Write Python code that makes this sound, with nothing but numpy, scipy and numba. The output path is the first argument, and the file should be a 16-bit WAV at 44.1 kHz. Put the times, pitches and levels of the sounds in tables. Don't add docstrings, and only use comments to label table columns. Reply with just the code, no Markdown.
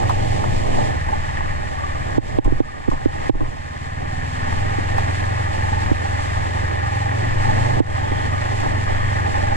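import sys
import numpy as np
from scipy import signal
from scipy.fft import rfft, irfft, next_fast_len
from scipy.io import wavfile
from scipy.ndimage import uniform_filter1d, minimum_filter1d
from numba import njit

SR = 44100
rng = np.random.default_rng(int(sys.argv[2]) if len(sys.argv) > 2 else 0)


def generate_wav(sig):
    pcm = np.round(np.clip(np.atleast_2d(sig).T, -1, 1) * 32767).astype(np.int16)
    wavfile.write(sys.argv[1], SR, pcm)


N = 421596
TIME = np.arange(N) / SR
FREQ = np.maximum(np.fft.rfftfreq(2 * next_fast_len(N // 2 + 4096), 1 / SR), 1)

# (t/s, speed/Hz)
SPEED = [(0.0, 22.84), (0.92, 23.14), (0.925, 18.9), (1.44, 18.43), (2.04, 17.34), (2.4, 17.97),
         (3.36, 17.19), (4.56, 20.95), (5.04, 21.73), (5.4, 22.84), (5.52, 20.84), (5.64, 21.91),
         (6.36, 21.55), (6.6, 22.14), (6.72, 21.6), (7.2, 22.6), (7.8, 25.23), (7.92, 21.73), (8.04, 23.79),
         (8.4, 23.41), (8.64, 24.8), (8.76, 23.22), (9.12, 24.47), (9.24, 21.85), (9.56, 23.57)]


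def undb(db):
    return 10 ** (np.asarray(db) / 20)


def unit(x):
    return x / np.sqrt(np.mean(x ** 2))


def curves(table):
    t, *columns = np.transpose(table)
    return [np.interp(TIME, t, column) for column in columns]


def across(hz, values):
    return np.interp(np.log(FREQ), np.log(hz), values)


def spectrum(x):
    return rfft(x, 2 * len(FREQ) - 2)


def sound(z):
    return irfft(z)[..., :N]


def causal(gain):
    cepstrum = irfft(np.log(gain + 1e-7))
    half = len(cepstrum) // 2
    folded = np.r_[cepstrum[0], 2 * cepstrum[1:half]]
    return np.exp(rfft(folded, 2 * half))


def band(low_hz, high_hz, order=3):
    low_edge = 1 + (low_hz / FREQ) ** (2 * order)
    high_edge = 1 + (FREQ / high_hz) ** (2 * order)
    return (low_edge * high_edge) ** -.5


def resonance(hz, width_hz):
    return 1 / (1 + 1j * (FREQ ** 2 - hz ** 2) / (FREQ * width_hz))


def walk(rate):
    hold = int(SR / rate)
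    steps = np.repeat(rng.standard_normal(N // hold + 1), hold)
    return unit(uniform_filter1d(uniform_filter1d(steps, hold), hold)[:N])


def hump(s, half_s):
    return np.exp(-((TIME - s) / half_s) ** 2)


def boost(table):
    return sum(db * hump(s, half_s) for s, db, half_s in table)


def swells(table, half_s):
    return sum(undb(db) * hump(s, half_s) for s, db in table)


def loudness(law, cruise_hz=22, stones_end_s=0.9):
    # (t/s, level/dB)
    shared_level = [(1.9, -4), (2.4, -7), (2.72, -9), (3.0, -9), (3.25, -4), (3.52, -10), (4.45, -0.5),
                    (7.6, -1.5), (8.1, -2), (9.56, 0)]
    # (t/s, extra level/dB, half length/s)
    loud_stretches = [(1.1, 4.5, 0.45), (2.3, 10, 0.43), (3.26, 7.5, 0.34), (7.55, 5, 0.25)]
    cruise_db, doubling_db, stones_db, shared_part, stretch_part = law
    doublings = np.log2(curves(SPEED)[0] / cruise_hz)
    stones = np.interp(TIME, [stones_end_s - .01, stones_end_s + .01], [1, 0])
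    ground_db = stones_db * stones + stretch_part * boost(loud_stretches)
    return undb(cruise_db + doubling_db * doublings + shared_part * curves(shared_level)[0] + ground_db)


def strokes(cycle, places, scatter_db):
    at = (np.arange(int(cycle[-1]) + 1)[:, None] + places).ravel()
    index = np.searchsorted(cycle, at)
    size = undb(scatter_db * rng.standard_normal(4096))[:len(at)]
    return np.bincount(index, size, N + 1)[:N]


def case_response():
    # (f/Hz, width/Hz, relative level/dB)
    case_modes = [(250, 470, -6.5), (601, 118, -4.5), (823, 214, 1), (1053, 100, 0.5), (1195, 153, -1.5),
                  (1520, 910, -10.5), (1778, 453, -2.5), (2390, 610, -19.5), (2990, 620, -23.5),
                  (3640, 710, -28), (4310, 420, -26.5), (4950, 1400, -31), (5860, 2550, -30.5),
                  (7505, 970, -27), (9000, 2830, -37)]
    # (f/Hz, share 0-1)
    separate_share = [(170, 0.49), (320, 0.26), (600, 0.04), (1100, 0.06), (1850, 0.01), (2300, 0.76),
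                      (5000, 0.35), (6500, 0.78), (12000, 1)]
    # (f/Hz, left minus right/dB, phase by which left leads/rad)
    ports = [(270, -1.5, -2.9), (570, -5, -3.4), (830, -3.2, -3.65), (1070, .8, -3.5), (1600, 3.5, -3.9),
             (1800, 1.5, -4.9), (2000, -1, -5.2), (2400, -7, -6.5), (2940, -1.6, -5.8), (3600, -3.7, -5.4),
             (4500, -6, -2.5), (5200, -.8, -2.9), (7400, 2.7, -4.7), (12000, 0, 0)]
    hz, balance_db, lead = np.transpose(ports)
    power = sum(undb(db) ** 2 * np.abs(resonance(f, width)) ** 4 for f, width, db in case_modes)
    sides = np.array([[1], [-1]]) / 2
    balance = undb(sides * across(hz, balance_db)) * np.exp(1j * sides * across(hz, lead))
    ring = causal(np.sqrt(power)) * balance
    share = np.clip(across(*np.transpose(separate_share)), 0, 1)
    return ring * np.sqrt(1 - share), ring * np.sqrt(share)


def shake(case, force, colour):
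    direct, diffuse = case
    noise = spectrum(force * rng.standard_normal((3, N)))
    return sound(colour * (direct * noise[0] + diffuse * noise[1:]))


def firings(cycle, scatter_db, first=0.898, second_db=-5):
    first_pulses = strokes(cycle, [first], scatter_db)
    second_pulses = strokes(cycle, [first + 1 / 4], scatter_db)
    return spectrum(first_pulses + undb(second_db) * second_pulses)


def exhaust(cycle, firm_scatter_db=0.0, shut_scatter_db=1.3):
    # (t/s, opening 0-1, throb level/dB)
    throttle = [(0, 0.9, -22), (.91, 0.66, -27.5), (.93, 0.45, -24.5), (1.6, 0.6, -30), (2.1, 1, -27.5),
                (2.75, 0.6, -40), (3.2, 1, -31), (3.6, 0.97, -34.5), (4.0, 0.82, -28), (4.55, 0.86, -24.5),
                (5.45, 0.43, -22), (5.55, 0.3, -27), (5.65, 0, -22), (6.3, 0.1, -24.5), (6.75, 0, -23.5),
                (7.0, 0.9, -22), (7.75, 0.8, -21.5), (7.9, 0, -23), (8.6, 0, -24), (9.56, 0, -22)]
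    # (f/Hz, pulling freely/dB, lugging at low speed/dB, throttle shut/dB)
    silencer = [(25, -26, -34, -44), (43, -14, -19, -18), (64, -20, -13.5, -12.5), (85.8, -4, -3.5, -4),
                (110, -1.5, -0.5, -7), (125.6, -12.5, -3, -14), (149.4, -16.5, -7.5, -26.5),
                (171, -24.5, -11, -33.5), (189, -30, -16, -27), (215, -28, -28, -26.5),
                (263, -31.5, -47, -31.5), (324, -38.5, -37, -39.5), (600, -37.5, -50, -41),
                (1500, -105, -105, -105)]
    # (level at cruise/dB, per doubling of speed/dB, extra on stones/dB,
    # share of the shared level, share of the loud stretches: negative, so it sinks there)
    bark_law = (-48, -14, -20, 0.5, -1)
    # (t/s, extra level/dB, half length/s)
    pull = [(4.4, 6, 1.4)]
    opening, throb_db = curves(throttle)
    opening = np.clip(opening, 0, 1)
    even = np.linspace(0, cycle[-1], N)
    firm = firings(even, firm_scatter_db)
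    uneven = firings(even, shut_scatter_db)
    running = firings(cycle, firm_scatter_db)

    hz, free_db, lugging_db, shut_db = np.transpose(silencer)

    def throb(pulses, tone_db):
        steady = sound(pulses * causal(undb(across(hz, tone_db))))
        return unit(np.interp(cycle, even, steady))

    free, lugging, shut = throb(firm, free_db), throb(firm, lugging_db), throb(uneven, shut_db)
    strain = np.interp(curves(SPEED)[0], [19.6, 21.66], [1, 0])
    pulling = strain * lugging + (1 - strain) * free
    pipe = unit(sound(running * resonance(hz=253.6, width_hz=34) ** 2))
    bark = loudness(bark_law) * undb(boost(pull)) * pipe
    return undb(throb_db) * (opening * pulling + (1 - opening) * shut) + opening * bark


def clatter(case, cycle, tap_s=0.0043, wash=0.75, steady_db=-5, throb=0.016):
    # (level at cruise/dB, per doubling of speed/dB, extra on stones/dB,
    # share of the shared level, share of the loud stretches)
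    clatter_law = (-26, 2.5, -3.5, 0.94, 0.2)
    # (t/s, extra level/dB, half length/s)
    flares = [(1.35, 2, 0.21), (3.25, 0, 0.13), (4.3, -1, 0.18), (4.51, 2.5, 0.031), (4.98, 2, 0.05),
              (7.5, 1, .2)]
    places = (np.arange(8) + rng.uniform(-.3, .3, 8)) / 8
    taps = strokes(cycle, places, scatter_db=3.0)
    tap_power = unit(signal.lfilter([1], [1, -np.exp(-1 / (tap_s * SR))], taps ** 2))
    force = np.sqrt(tap_power + wash)
    colour = band(565, 4700)
    pulse = 1 + throb * np.cos(2 * np.pi * (cycle - .2))
    rasp = unit(shake(case, force * pulse, colour))
    block = rng.standard_normal(N) * np.exp(-TIME / 0.011)
    spread = np.exp(1j * np.angle(spectrum(block)))
    steady = unit(sound(spectrum(taps) * spread * colour * case[0]))
    return loudness(clatter_law) * undb(boost(flares)) * unit(rasp + undb(steady_db) * steady)


def road(case, patchy_db=2.0):
    # (level at cruise/dB, per doubling of speed/dB, extra on stones/dB,
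    # share of the shared level, share of the loud stretches)
    road_law = (-27, 14.5, 5.5, 0.79, 0.97)
    force = undb(patchy_db * walk(45))
    return loudness(road_law) * unit(shake(case, force, band(140, 680)))


def grit(case, cycle, grain_db=1.0, patchy_db=1.17, throb=0.02):
    # (level at cruise/dB, per doubling of speed/dB, extra on stones/dB,
    # share of the shared level, share of the loud stretches)
    grit_law = (-37.5, 5, 4, 0.81, 0.38)
    pulse = 1 + throb * np.cos(8 * np.pi * cycle)
    force = undb(grain_db * walk(700) + patchy_db * walk(25)) * pulse
    crunch = unit(shake(case, force, band(2738, 10840, order=4)))
    return (loudness(grit_law) + spray()) * crunch


def wind(gust_db=1.85):
    # (f/Hz, squeezing both microphones alike/dB, rocking them in opposition/dB)
    buffet = [(5, -8.5, -20), (11.6, 3.5, -4), (22, -7.5, -17), (35, -10, -16), (55, -14.5, -12.5),
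              (114, -11, -11.5), (174, -24.5, -28), (267, -30.5, -50), (600, -76, -80)]
    # (t/s, level before gusts/dB)
    wind_strength = [(0, -23.5), (.5, -22.5), (.91, -24.5), (.93, -25), (1.4, -26.5), (1.9, -29),
                     (2.15, -23.5), (2.55, -19), (2.75, -33.5), (3.05, -26.5), (3.45, -26.5), (3.7, -38.5),
                     (4.05, -30), (4.45, -27), (4.8, -24), (5.05, -26), (5.7, -25.5), (6.5, -27.5),
                     (7.2, -26.5), (7.55, -20.5), (8.3, -27), (9.1, -23.5), (9.56, -23.5)]
    hz, alike_db, opposed_db = np.transpose(buffet)
    colours = undb([across(hz, alike_db), across(hz, opposed_db)])
    mid, side = sound(spectrum(rng.standard_normal((2, N))) * colours)
    gusts = undb(curves(wind_strength)[0] + gust_db * walk(9))
    return unit(np.array([mid + side, mid - side])) * gusts


def panel(case, cycle, width_hz=50, scatter_db=3.5, half_s=0.16):
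    # (t/s, level at the height of the swell/dB, f/Hz)
    drones = [(.1, -29, 828), (1.15, -28, 844), (1.85, -31.5, 1168), (2.68, -36, 1206), (3.2, -30.5, 823),
              (4.08, -39, 743), (4.55, -50, 750), (5.72, -23.5, 854), (6.07, -28.5, 822), (6.95, -26, 812),
              (7.55, -24.5, 851), (8.15, -30, 866), (8.35, -38, 1214), (8.95, -35, 1207),
              (9.42, -26.5, 822)]
    kicks = spectrum(strokes(cycle, [0], scatter_db)) * case[0]
    out = 0
    for s, db, hz in drones:
        drone = unit(sound(kicks * resonance(hz, width_hz) ** 2))
        out = out + undb(db) * hump(s, half_s) * drone
    return out


def rattles(case, trim_db=-9):
    # (t/s, burst level before the overall trim/dB, decay time/s, share heard through the air)
    rattle_bursts = [(.031, -5, 0.0073, .3), (.095, -5, .008, 0.31), (.105, -11, 0.0074, 0.65),
                     (.44, -1, 0.0058, 0.19), (1.088, -11, 0.01, .1), (1.407, -9, 0.0064, 0.092),
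                     (2.447, -7.5, 0.025, .08), (2.882, -19, .005, .1), (2.914, -13.5, 0.039, 0.082),
                     (3.342, -9, 0.011, .1), (3.406, -8, .008, .1), (3.445, -18, 0.024, .05),
                     (4.524, -10, .0068, .1), (4.982, 4.5, 0.0025, 0.18), (7.399, -9, .0039, .1),
                     (8.634, -8.5, .0041, 0.26)]
    force, airborne = np.zeros(N), np.zeros(N)
    for s, db, decay, share in rattle_bursts:
        burst = undb(db) * (TIME >= s) * np.exp(-np.abs(TIME - s) / decay)
        force += burst
        airborne += burst * share
    colour = band(540, 1200, order=6)
    through_air = airborne * unit(sound(spectrum(rng.standard_normal(N)) * colour))
    through_case = unit(shake(case, force, colour)) * np.sqrt(np.mean(force ** 2))
    return (through_case + through_air) * undb(trim_db)


def knocks(lag_s=0.00009, rise_s=0.0032, stiffen=0.47, stiffen_s=0.0018,
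           drive=1.2, crack_db=-14, crack_s=0.0025):
    # (t/s, peak level on the right/dB, contact time/ms, left side's share of the swing)
    mount_bumps = [(2.181, 20, 0.8, -0.54), (2.386, 23, 0.54, -0.53), (2.458, -2, 4.5, -.4),
                   (2.477, -1, 1.5, -0.66), (2.522, -7, 1.4, -0.93), (2.524, -1, 8, -0.45),
                   (2.603, 10.5, 0.89, -0.57), (2.8803, -10, 1.4, -0.43), (2.8842, -1.5, 4.1, -0.54),
                   (2.89, -10.5, 2.5, -0.54), (2.921, -15, 1.1, -0.7), (2.931, -11, 4.7, -.5),
                   (3.0581, 5.5, 1.4, -0.58), (3.295, 28.5, 0.49, -0.51), (3.352, -4, 2.7, -0.7),
                   (3.4075, -9, 0.56, -0.9), (3.413, -8, 8.5, -0.91), (3.423, -13, 1.3, -0.79),
                   (3.433, -15, 1.3, -0.8), (4.785, -9, 1.4, -0.76), (5.915, 0.5, 2.6, -0.63),
                   (7.803, 22, .85, -0.54), (8.118, -9.5, 1.6, -0.47)]
    # (f/Hz, time to fall by 60 dB/s, relative level/dB)
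    mount_modes = [(121, 0.051, -8.5), (301.4, 0.02, 7.5), (399, 0.0092, 14.5), (505, 0.0088, 3.5),
                   (627, 0.009, 5), (816, 0.017, 0.5), (1900, .013, -20)]
    out, t = np.zeros((2, N)), TIME[:SR // 5]
    bent = t + stiffen * stiffen_s * (1 - np.exp(-t / stiffen_s))
    swing = sum(undb(db) * np.sin(2 * np.pi * hz * bent) * np.exp(-np.log(1000) * t / t60)
                for hz, t60, db in mount_modes)
    crack_noise = unit(sound(spectrum(rng.standard_normal(N)) * band(1100, 3500)))
    crack = crack_noise[:len(t)] * np.exp(-t / crack_s)
    ring = swing * (1 - np.exp(-t / rise_s)) + undb(crack_db) * crack
    for s, db, contact_ms, left in mount_bumps:
        push = t * np.exp(-t * 4000 / contact_ms)
        blow = signal.fftconvolve(ring, push)[:len(t)]
        flattened = np.tanh(drive * blow / np.abs(blow).max()) / np.tanh(drive)
        start = int(s * SR)
        out[:, start:start + len(t)] += np.outer([left, 1], undb(db) * flattened)
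    return np.array([np.interp(TIME - lag_s, TIME, out[0]), out[1]])


def spray():
    # (t/s, starting level/dB, decay time/s)
    gravel = [(2.445, -25, 0.0087), (2.9, -40.5, 0.024), (5.53, -43, 0.043), (8.6, -41, 0.03)]
    return sum(undb(db) * (TIME >= s) * np.exp(-np.abs(TIME - s) / decay) for s, db, decay in gravel)


def heaves(cycles=1.0, judder_db=-13, lag_s=0.00265):
    # (t/s, strength of the swing before it fades/dB, f/Hz)
    bottomings = [(2.448, -2, 25), (2.499, -15, 11.4), (2.91, -14.5, 19), (3.33, -3, 19.5),
                  (3.419, -15, 17)]
    out = np.zeros(N)
    judder = undb(judder_db) * unit(sound(spectrum(rng.standard_normal(N)) * band(80, 84, order=2)))
    for s, db, hz in bottomings:
        turns = np.maximum(TIME - s, 0) * hz
        swing = np.sin(2 * np.pi * turns) + judder * np.tanh(2 * np.pi * turns)
        out += undb(db) * swing * np.exp(-(turns / cycles) ** 2)
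    return np.array([out, np.interp(TIME - lag_s, TIME, out)])


def whistle(case, hz=3280, width_hz=330, half_s=0.16):
    # (t/s, level at the height of the swell/dB)
    whistle_swells = [(8.15, -45), (9.0, -47)]
    return swells(whistle_swells, half_s) * unit(shake(case, 1, resonance(hz, width_hz) ** 2))


def scene():
    cycle = np.cumsum(curves(SPEED)[0]) / SR
    case = case_response()
    engine = exhaust(cycle) + clatter(case, cycle)
    ground = road(case) + grit(case, cycle)
    air = wind() + whistle(case)
    bumps = rattles(case) + knocks() + heaves()
    return engine + panel(case, cycle) + ground + air + bumps


@njit
def recover(over, keep):
    out, held = np.empty(len(over)), 0.
    for i in range(len(over)):
        held = max(over[i], held * keep)
        out[i] = held
    return out


def record(dry, limit=0.91, release_s=0.059, lookahead_s=.0022, top_hz=14200):
    over_db = 20 * np.log10(np.maximum(np.abs(dry).max(axis=0) / limit, 1))
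    ahead = int(lookahead_s * SR) + 1
    worst_db = -minimum_filter1d(-over_db, ahead)
    held_db = recover(worst_db, np.exp(-1 / (release_s * SR)))
    limited = dry * undb(-uniform_filter1d(held_db, ahead))
    return signal.sosfilt(signal.ellip(8, .2, 70, top_hz, fs=SR, output="sos"), limited)


dry = scene()
out = record(dry)
generate_wav(out)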